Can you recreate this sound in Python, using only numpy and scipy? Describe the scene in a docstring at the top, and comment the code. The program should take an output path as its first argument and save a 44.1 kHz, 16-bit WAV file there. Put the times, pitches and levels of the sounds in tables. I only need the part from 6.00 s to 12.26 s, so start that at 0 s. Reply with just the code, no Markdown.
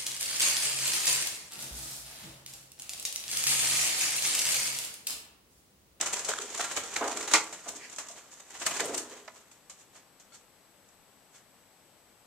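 """A small bird in a wire cage

The bird flutters and scrabbles in two bouts, then only stirs now and then. Feathers brush the bars,
claws tick and squeak on them, hard knocks ring the plastic tray and the wire frame, and a toy clinks.
Dull thuds boom in the quiet room. A phone's two microphone ports hear it over a hush and a thin whine."""
import sys
import numpy as np
from scipy import signal
from scipy.fft import rfft, irfft
from scipy.io import wavfile
from scipy.ndimage import uniform_filter1d

SR = 44100
rng = np.random.default_rng(int(sys.argv[2]) if len(sys.argv) > 2 else 0)


def to_wav(s):
    """Save 16-bit WAV."""
    ch = np.atleast_2d(s).T  # columns
    pcm = np.round(np.clip(ch, -1, 1) * 32767)  # PCM
    wavfile.write(sys.argv[1], SR, pcm.astype(np.int16))


N = 276066
T = np.arange(N) / SR
FREQS = np.maximum(np.arange(N // 2 + 1) * SR / N, 1)
CONTACT_S = 0.0025  # how long a hard touch takes to build up

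# the bright hiss of something rubbing on the bars: f/Hz, level/dB
HISS_SPECTRUM = [(300, -36), (1500, -14.5), (3000, -7.5), (5000, -5.5), (6800, 4), (8000, 1.5),
                 (10000, -12.5), (12000, -20), (14500, -30.5)]
# the lower, papery body of that sound: f/Hz, level/dB
BODY_SPECTRUM = [(30, -35), (60, -8.5), (85, -16.5), (130, -16), (200, -10.5), (300, -2.5), (450, -3),
                 (650, 0.5), (1400, 0), (2500, -3), (4000, -8), (8000, -23)]


def amp(db):
    """Turn decibels into a factor to multiply by."""
    return 10 ** (np.asarray(db) / 20)


def unit(x):
    """Scale a sound so that its average level (rms) is 1."""
    return x / np.sqrt(np.mean(x ** 2))


def along(points, hz=FREQS):
    """Read a curve of (frequency, value) points, with octaves evenly spaced."""
    f, value = np.transpose(points)
    return np.interp(np.log(hz), np.log(f), value)


def shape(x, gain):
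    """Filter a sound with one gain for each frequency."""
    return irfft(rfft(x) * gain, N)


def band(hz, q):
    """The gain of a resonance at hz; a higher q makes it narrower."""
    return 1 / (1 + 1j * q * (FREQS / hz - hz / FREQS))


def noise():
    """Two unrelated noises: mid (what left and right share) and side (how they differ)."""
    return rng.standard_normal((2, N))


def coloured(spectrum):
    """Noise of level 1 with the given spectrum."""
    return unit(shape(noise(), amp(along(spectrum))))


def crackle(spectrum, per_s):
    """Many tiny clicks of random size, with the given spectrum."""
    clicks = noise() * (rng.random(N) < per_s / SR)
    return unit(shape(clicks, amp(along(spectrum))))


def swell(t, half_s):
    """A rounded rise and fall that peaks at time t and is about half as high half_s away."""
    return np.exp(1 - np.sqrt(1 + np.minimum(2 * ((T - t) / half_s) ** 2, 1e4)))


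def strike(t, rise, t60, hold=0):
    """Rise at time t, hold, then fade; t60 is the time it takes to fade by 60 dB."""
    age = np.maximum(T - t, 0)
    fade = np.log(1000) * np.maximum(age - rise - hold, 0) / t60
    return np.minimum(age / rise, 1) * np.exp(-np.minimum(fade, 100))


def ring(modes, t, rise):
    """An object struck at time t rings with its own fading tones, called modes."""
    start = int(t * SR)
    age = np.arange(min(SR, N - start)) / SR
    hz, db, t60 = np.transpose(modes)[:, :, None]
    tones = amp(db) * np.sin(2 * np.pi * (hz * age + rng.random(hz.shape)))
    fading = (tones * np.exp(-np.log(1000) * age / t60)).sum(0)
    start_level = np.sqrt(np.sum(amp(db) ** 2) / 2)
    out = np.zeros(N)
    out[start:start + len(age)] = fading * np.minimum(age / rise, 1) / start_level
    return out


def background():
    """The steady hush of the room and the thin whine of the electronics."""
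    # the hush: f/Hz, level/dB
    hush_spectrum = [(15, -49), (25, -13), (160, -2.5), (202, -1), (372, -4), (554, -2), (722, -3.5),
                     (824, -3.5), (1470, -8.5), (7220, -18), (7820, -12), (8930, -19), (14000, -19)]
    # the whine's tones: f/Hz, level/dB, left minus right/dB, pitch wander/Hz
    whine_tones = [(8000, -76, 8, 1), (7870, -79, 8, 35), (11807, -80.5, 0, 1)]
    hush = amp(-62) * coloured(hush_spectrum)
    out = ports(hush, along([(100, 5), (1000, 9.5), (4000, 2), (6500, -0.5), (9000, 4), (14000, -2.5)]))
    for hz, db, pan_db, wander_hz in whine_tones:
        drift = wander_hz * unit(uniform_filter1d(noise()[0], 300))
        tone = np.sqrt(2) * np.sin(2 * np.pi * np.cumsum(hz + drift) / SR)
        out = out + amp(db + np.array([[pan_db], [-pan_db]]) / 2) * tone
    return out


def scrabbling(stroke_half_s):
    """How loud the bird's fidgeting is over time: each bout builds up, holds and dies away."""
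    # restless bouts: full effort from/s, until/s, level/dB, dying away/(dB per s)
    bouts = [(0, 1.12, -47.5, 16.5), (2.698, 2.88, -48, 50)]
    rousing_db_per_s, strokes_per_s = 76.5, 14
    effort = sum(amp(db - rousing_db_per_s * np.maximum(start - T, 0) - dying * np.maximum(T - end, 0))
                 for start, end, db, dying in bouts)
    # the pressure of feathers on wire flickers by a couple of decibels
    rub = amp(2 * unit(uniform_filter1d(uniform_filter1d(noise()[0], 400), 400)))
    light_strokes = sum(amp(1 + 12.5 * size) * swell((k + 0.5 * late) / strokes_per_s, stroke_half_s)
                        for k, (late, size) in enumerate(rng.uniform(-1, 1, (64, 2))))
    return effort * np.hypot(rub, light_strokes)


def feathers():
    """Each stroke drags a feather's many tiny barbs over the bars: a hiss with a papery body."""
    # strokes that stand out from the scrabbling: peak t/s, hiss level/dB, body minus hiss/dB
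    strokes = [(0.02, -53.5, 17), (0.07, -39.5, 3), (0.138, -29, -3), (0.197, -36, -7), (0.291, -31, -2.5),
               (0.611, -32, 1.5), (0.648, -35.5, -0.5), (0.714, -40.5, 2.5), (0.775, -35.5, 6),
               (0.943, -41.5, -2), (1.119, -42, 1), (1.689, -38, -10), (1.766, -44.5, -11),
               (1.932, -46.5, -5), (2.179, -53.5, 2), (2.331, -53, -6), (2.555, -51, 3.5),
               (2.623, -43, 4.5), (2.715, -38, 2), (2.752, -41.5, 0.5), (2.771, -37.5, -1.5),
               (2.805, -33.5, 4), (2.949, -36, -3), (3.121, -52.5, 3.5), (3.18, -61.5, 7), (3.365, -59, 0),
               (3.803, -59.5, -6.5), (3.965, -57, 0.5), (4.35, -53, -7.5), (5.361, -60.5, -2.5)]
    firm_half_s, firm_db = 0.0062, -33
    fidget, hiss_level, body_level = scrabbling(firm_half_s), 0, 0
    for t, db, body_db in strokes:
        half_s = firm_half_s * 2 ** ((firm_db - db) / 14)  # a gentler stroke is slower
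        drag = amp(db) * swell(t, half_s)
        hiss_level += drag
        body_level += amp(body_db) * drag
    hiss = np.hypot(amp(0.5) * hiss_level, fidget) * crackle(HISS_SPECTRUM, per_s=4400)
    body = np.hypot(amp(-0.5) * body_level, amp(-2) * fidget) * crackle(BODY_SPECTRUM, per_s=5000)
    return hiss + body


def claw_ticks():
    """Claws and beak tap the bars and set the loose wires buzzing for a moment."""
    # the taps: t/s, level/dB, extra gain for the body/dB
    taps = [(0.01, -18.5, -40), (0.0584, -27.5, -12.5), (0.2458, -28.5, -15.5), (0.417, -32.5, -20),
            (0.5746, -30.5, -12), (0.7634, -28, -9.5), (0.9597, -32.5, 0.5), (1.225, -36.5, -3),
            (1.275, -32.5, -3.5), (1.3122, -29, -3), (1.525, -37.5, -4.5), (1.9599, -39.5, -19),
            (1.9825, -32.5, -5.5), (2.0838, -38.5, -13), (2.111, -43, -14), (2.597, -37.5, -14),
            (2.857, -48, -21), (2.977, -27, -15), (3.5129, -51.5, -8), (3.696, -41, -10.5),
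            (4.197, -50.5, -9), (4.886, -55.5, -28)]
    hiss_level, body_level = 0, 0
    for t, db, body_db in taps:
        buzz_s = 0.17 * 2 ** (body_db / 16)  # a tap with more body buzzes longer
        tap = amp(db) * strike(t, CONTACT_S, buzz_s)
        hiss_level += tap
        body_level += amp(body_db) * tap
    return amp(-4) * hiss_level * coloured(HISS_SPECTRUM) + amp(-1) * body_level * coloured(BODY_SPECTRUM)


def quill_snaps():
    """Stiff quills flick off a bar with a very bright rasp."""
    # the flicks: peak t/s, level/dB
    flicks = [(0.132, -38), (1.693, -40), (2.669, -27.5), (2.859, -36), (2.946, -39.5), (2.979, -36)]
    level = sum(amp(db) * swell(t, half_s=0.0047) for t, db in flicks)
    return level * coloured([(3000, 2), (6500, -2), (8000, 15.5), (10500, -2.5), (14000, -4)])


def claw_squeaks():
    """A slipping claw scrapes a wire and stirs two of its resonances, about an octave apart."""
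    # the slips: peak t/s, level/dB, f/Hz, half length/s
    slips = [(0.298, -34, 557, 0.013), (0.318, -34, 1570, 0.0033), (.338, -31, 1430, 0.0019),
             (0.388, -29.5, 1380, 0.0024), (0.598, -28, 650, .0035), (0.9645, -25.5, 1900, 0.0028),
             (1.846, -48, 2150, 0.033), (2.806, -33.5, 2000, 0.0087)]
    out, scrape = 0, amp(-8.5) * coloured(HISS_SPECTRUM)
    for t, db, hz, half_s in slips:
        wire = band(hz, q=1.87) ** 2 + amp(-10) * band(2.05 * hz, q=1.87) ** 2
        squeak = unit(shape(noise(), wire))
        out += amp(db) * swell(t, half_s) * (squeak + scrape)
    return out


def thuds():
    """Soft, heavy pushes: a dull burst and a boom that lingers in the room's low tones."""
    # the pushes: t/s, level/dB, centre f/Hz, sharpness q
    pushes = [(.385, -43.5, 430, 3.2), (1.004, -27, 720, 0.82), (1.151, -40, 417, 0.95),
              (1.658, -43, 700, 0.65), (1.755, -54, 333, 1.3), (2.096, -52, 690, 2.5),
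              (2.806, -33.5, 470, 1.7), (2.886, -34, 398, 0.86), (3.109, -47, 450, 1.9)]
    # the room's low tones: f/Hz, level/dB, t60/s
    room_modes = [(84, -4, 0.94), (179, -9.5, 0.48), (234.6, -5, 1), (255, 0, 0.95), (290.5, 3, 0.67),
                  (323, -1.5, 1), (405.4, -2.5, 1), (411.5, 3.5, 0.84), (445, 1, 0.8), (466, -29, .5),
                  (640, -13, .45), (692, 8.5, 0.45), (821, -8, 0.19), (910, -33, .4), (1000, 0, 0.94),
                  (1200, 3, 0.63)]
    out, bass_cut = 0, 1 / (1 + (230 / FREQS) ** 8)
    for t, db, hz, q in pushes:
        push_s = 0.019 * 2 ** ((db + 29.5) / 13)  # a heavier push lasts longer
        # tones far from the thud's centre frequency ring less
        modes = [(f, level - 10 * np.log10(1 + (q * (f / hz - hz / f)) ** 2), t60)
                 for f, level, t60 in room_modes]
        dull_noise = unit(shape(noise(), band(hz, q) ** 2 * bass_cut))
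        burst = dull_noise * strike(t, push_s / 2, t60=0.53, hold=push_s)
        boom = ring(modes, t, push_s / 2)
        out += amp(db) * (amp(-5.5) * boom + amp(-4.5) * burst)
    return out


def knocks(blows, modes):
    """A bright scrape leads each blow; the struck part rings and the bars rattle on."""
    rattle = coloured([(1500, -16), (3200, -9), (4500, -4), (5500, -4.5), (7000, 1), (8200, -4),
                       (10000, -15.5), (14000, -27.5)])
    clatter = band(1125, q=0.84) ** 2 + amp(-1) * band(1990, q=3) ** 2
    out = 0
    for t, db, scrape_db, t60, cutoff_hz in blows:
        fade = strike(t, CONTACT_S, t60)
        tones = np.array([ring(modes, t, CONTACT_S) for _ in range(2)])
        body = amp(-0.5) * tones + amp(-3) * fade * unit(shape(noise(), clatter))
        first_touch = strike(t - 0.0018, CONTACT_S, t60=0.02)
        scrape = amp(scrape_db) * (first_touch + amp(-3.5) * fade) * rattle
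        # a softer blow has a lower cut-off, which dulls both parts
        body = shape(body, 1 / (1 + (FREQS / cutoff_hz) ** 4))
        scrape = shape(scrape, 1 / (1 + (FREQS / (3 * cutoff_hz)) ** 4))
        out += amp(db) * (body + scrape)
    return out


def tray_knocks():
    """A quick double knock rings the plastic tray."""
    # blows on the tray: t/s, level/dB, extra gain for the scrape/dB, rattle t60/s, cut-off f/Hz
    blows = [(1.3363, -17.5, 1, 0.2, 6100), (1.3579, -32, -1.5, 0.082, 1700)]
    # the tray's tones: f/Hz, level/dB, t60/s
    tray_modes = [(320, -2, .15), (440, -9, .2), (689, -9, .17), (892, -1, .13), (980, -1, .16),
                  (1063, -3, .13), (1165, -2, .18), (1391, -3, .18), (1452, -3, .15), (1928, -3, .11),
                  (1978, -1, .1), (2120, 0, .1), (2199, -1, .11), (2402, -4, .1), (2548, -5, .1),
                  (6060, -6, .13), (6385, -4, .15), (7400, -4, .14)]
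    return knocks(blows, tray_modes)


def frame_knocks():
    """Three knocks, each softer than the last, briefly ring the wire frame."""
    # blows on the frame: t/s, level/dB, extra gain for the scrape/dB, rattle t60/s, cut-off f/Hz
    blows = [(2.6642, -26, -0.5, 0.099, 6060), (3.278, -36, -9, 0.07, 2150), (3.297, -47, -12, 0.055, 1500)]
    # the frame's tones: f/Hz, level/dB, t60/s
    frame_modes = [(650, 3, 0.058), (1008, -2.5, 0.08), (1360, -18, 0.088), (1760, 4, 0.047),
                   (1980, -10, 0.07), (2500, -9, 0.079), (2910, 2, 0.061)]
    return knocks(blows, frame_modes)


def toy_clinks():
    """A small hanging toy rings when the stirring bird touches it."""
    # the touches: t/s, level/dB
    touches = [(4.32, -56), (4.337, -57), (5.343, -62.5)]
    # the toy's tones: f/Hz, level/dB, t60/s
    toy_modes = [(1360, -1, .15), (1620, -10, .3), (2200, -5, .15), (3450, -6, .25), (4430, 0, .1)]
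    return sum(amp(db) * ring(toy_modes, t, CONTACT_S) for t, db in touches)


def ringing_bars(x):
    """The cage's bars pick up a sound and ring on faintly."""
    # the bars' tones: f/Hz, level/dB, t60/s
    bar_modes = [(1370, -7, .15), (1600, -5, .6), (1655, -6, .6), (2530, -8, .4), (3250, -5, .7),
                 (3310, -2, .8), (4430, -7, .2), (5281, -7, .4)]
    resonances = sum(amp(db) * band(hz, q=np.pi * hz * t60 / np.log(1000)) for hz, db, t60 in bar_modes)
    return x + shape(x, resonances)


def room(x, echo_db):
    """A small furnished room adds a smooth tail of echoes whose treble dies first."""
    # how long the echoes last: f/Hz, t60/s
    fade_times = [(100, 0.99), (400, 0.63), (1500, 0.4), (6000, 0.17), (14000, 0.33)]
    centres_hz = np.geomspace(50, 16000, 9)
    source, tail = noise(), 0
    for k, hz in enumerate(centres_hz):
        share = np.interp(np.log(FREQS), np.log(centres_hz), np.arange(len(centres_hz)) == k)
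        tail += shape(source, share) * strike(0.0054, rise=0.0055, t60=along(fade_times, hz))
    tail = tail[:, :SR] / np.sqrt(np.sum(tail ** 2) / 2)
    return x + amp(echo_db) * signal.fftconvolve(x, tail, axes=1)[:, :N]


def ports(x, left_minus_right_db):
    """Two close microphone ports hear much the same low notes, unrelated treble and their own colour."""
    # how much the two ports differ: f/Hz, side minus mid/dB
    side_levels = [(30, 8), (100, -10), (300, -18.5), (700, -13.5), (1400, -10), (2500, -4.5), (5000, -0.5),
                   (14000, -0.5)]
    mid, side = x[0], shape(x[1], amp(along(side_levels)))
    balance = amp(np.array([left_minus_right_db, -left_minus_right_db]) / 2)
    balance /= np.sqrt(np.mean(balance ** 2, axis=0))
    left_lag_s = 0.00003 / (1 + FREQS / 4000)
    delay = np.exp(np.array([[-1j], [1j]]) * np.pi * FREQS * left_lag_s)
    return shape(np.array([mid + side, mid - side]), delay * balance)


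def scene():
    """The bird and its cage in the room, heard in left and right."""
    # the ports' own resonances favour one side: f/Hz, left minus right/dB
    port_balance = [(100, -2.5), (1500, -1.5), (4500, -1), (6500, -7), (7300, 1), (8200, 13), (10000, 6.5),
                    (12000, 11), (14000, 17.5)]
    bird = room(ringing_bars(feathers() + claw_ticks() + quill_snaps()), echo_db=-5)
    bird = shape(bird, 1 / np.sqrt(1 + (60 / FREQS) ** 4))  # little deep bass comes through
    cage = room(tray_knocks() + frame_knocks() + claw_squeaks() + toy_clinks(), echo_db=-13.5)
    cage = shape(cage, (FREQS / (FREQS - 130j)) ** 2)  # the cage's sounds carry little bass either
    return ports(bird + cage + thuds(), along(port_balance)) + background()


def record(dry):
    """The phone cuts off the highest treble."""
    top_hz = 14300
    return signal.sosfilt(signal.ellip(10, 0.2, 70, top_hz, fs=SR, output="sos"), dry)


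dry = scene()
out = record(dry)
to_wav(out)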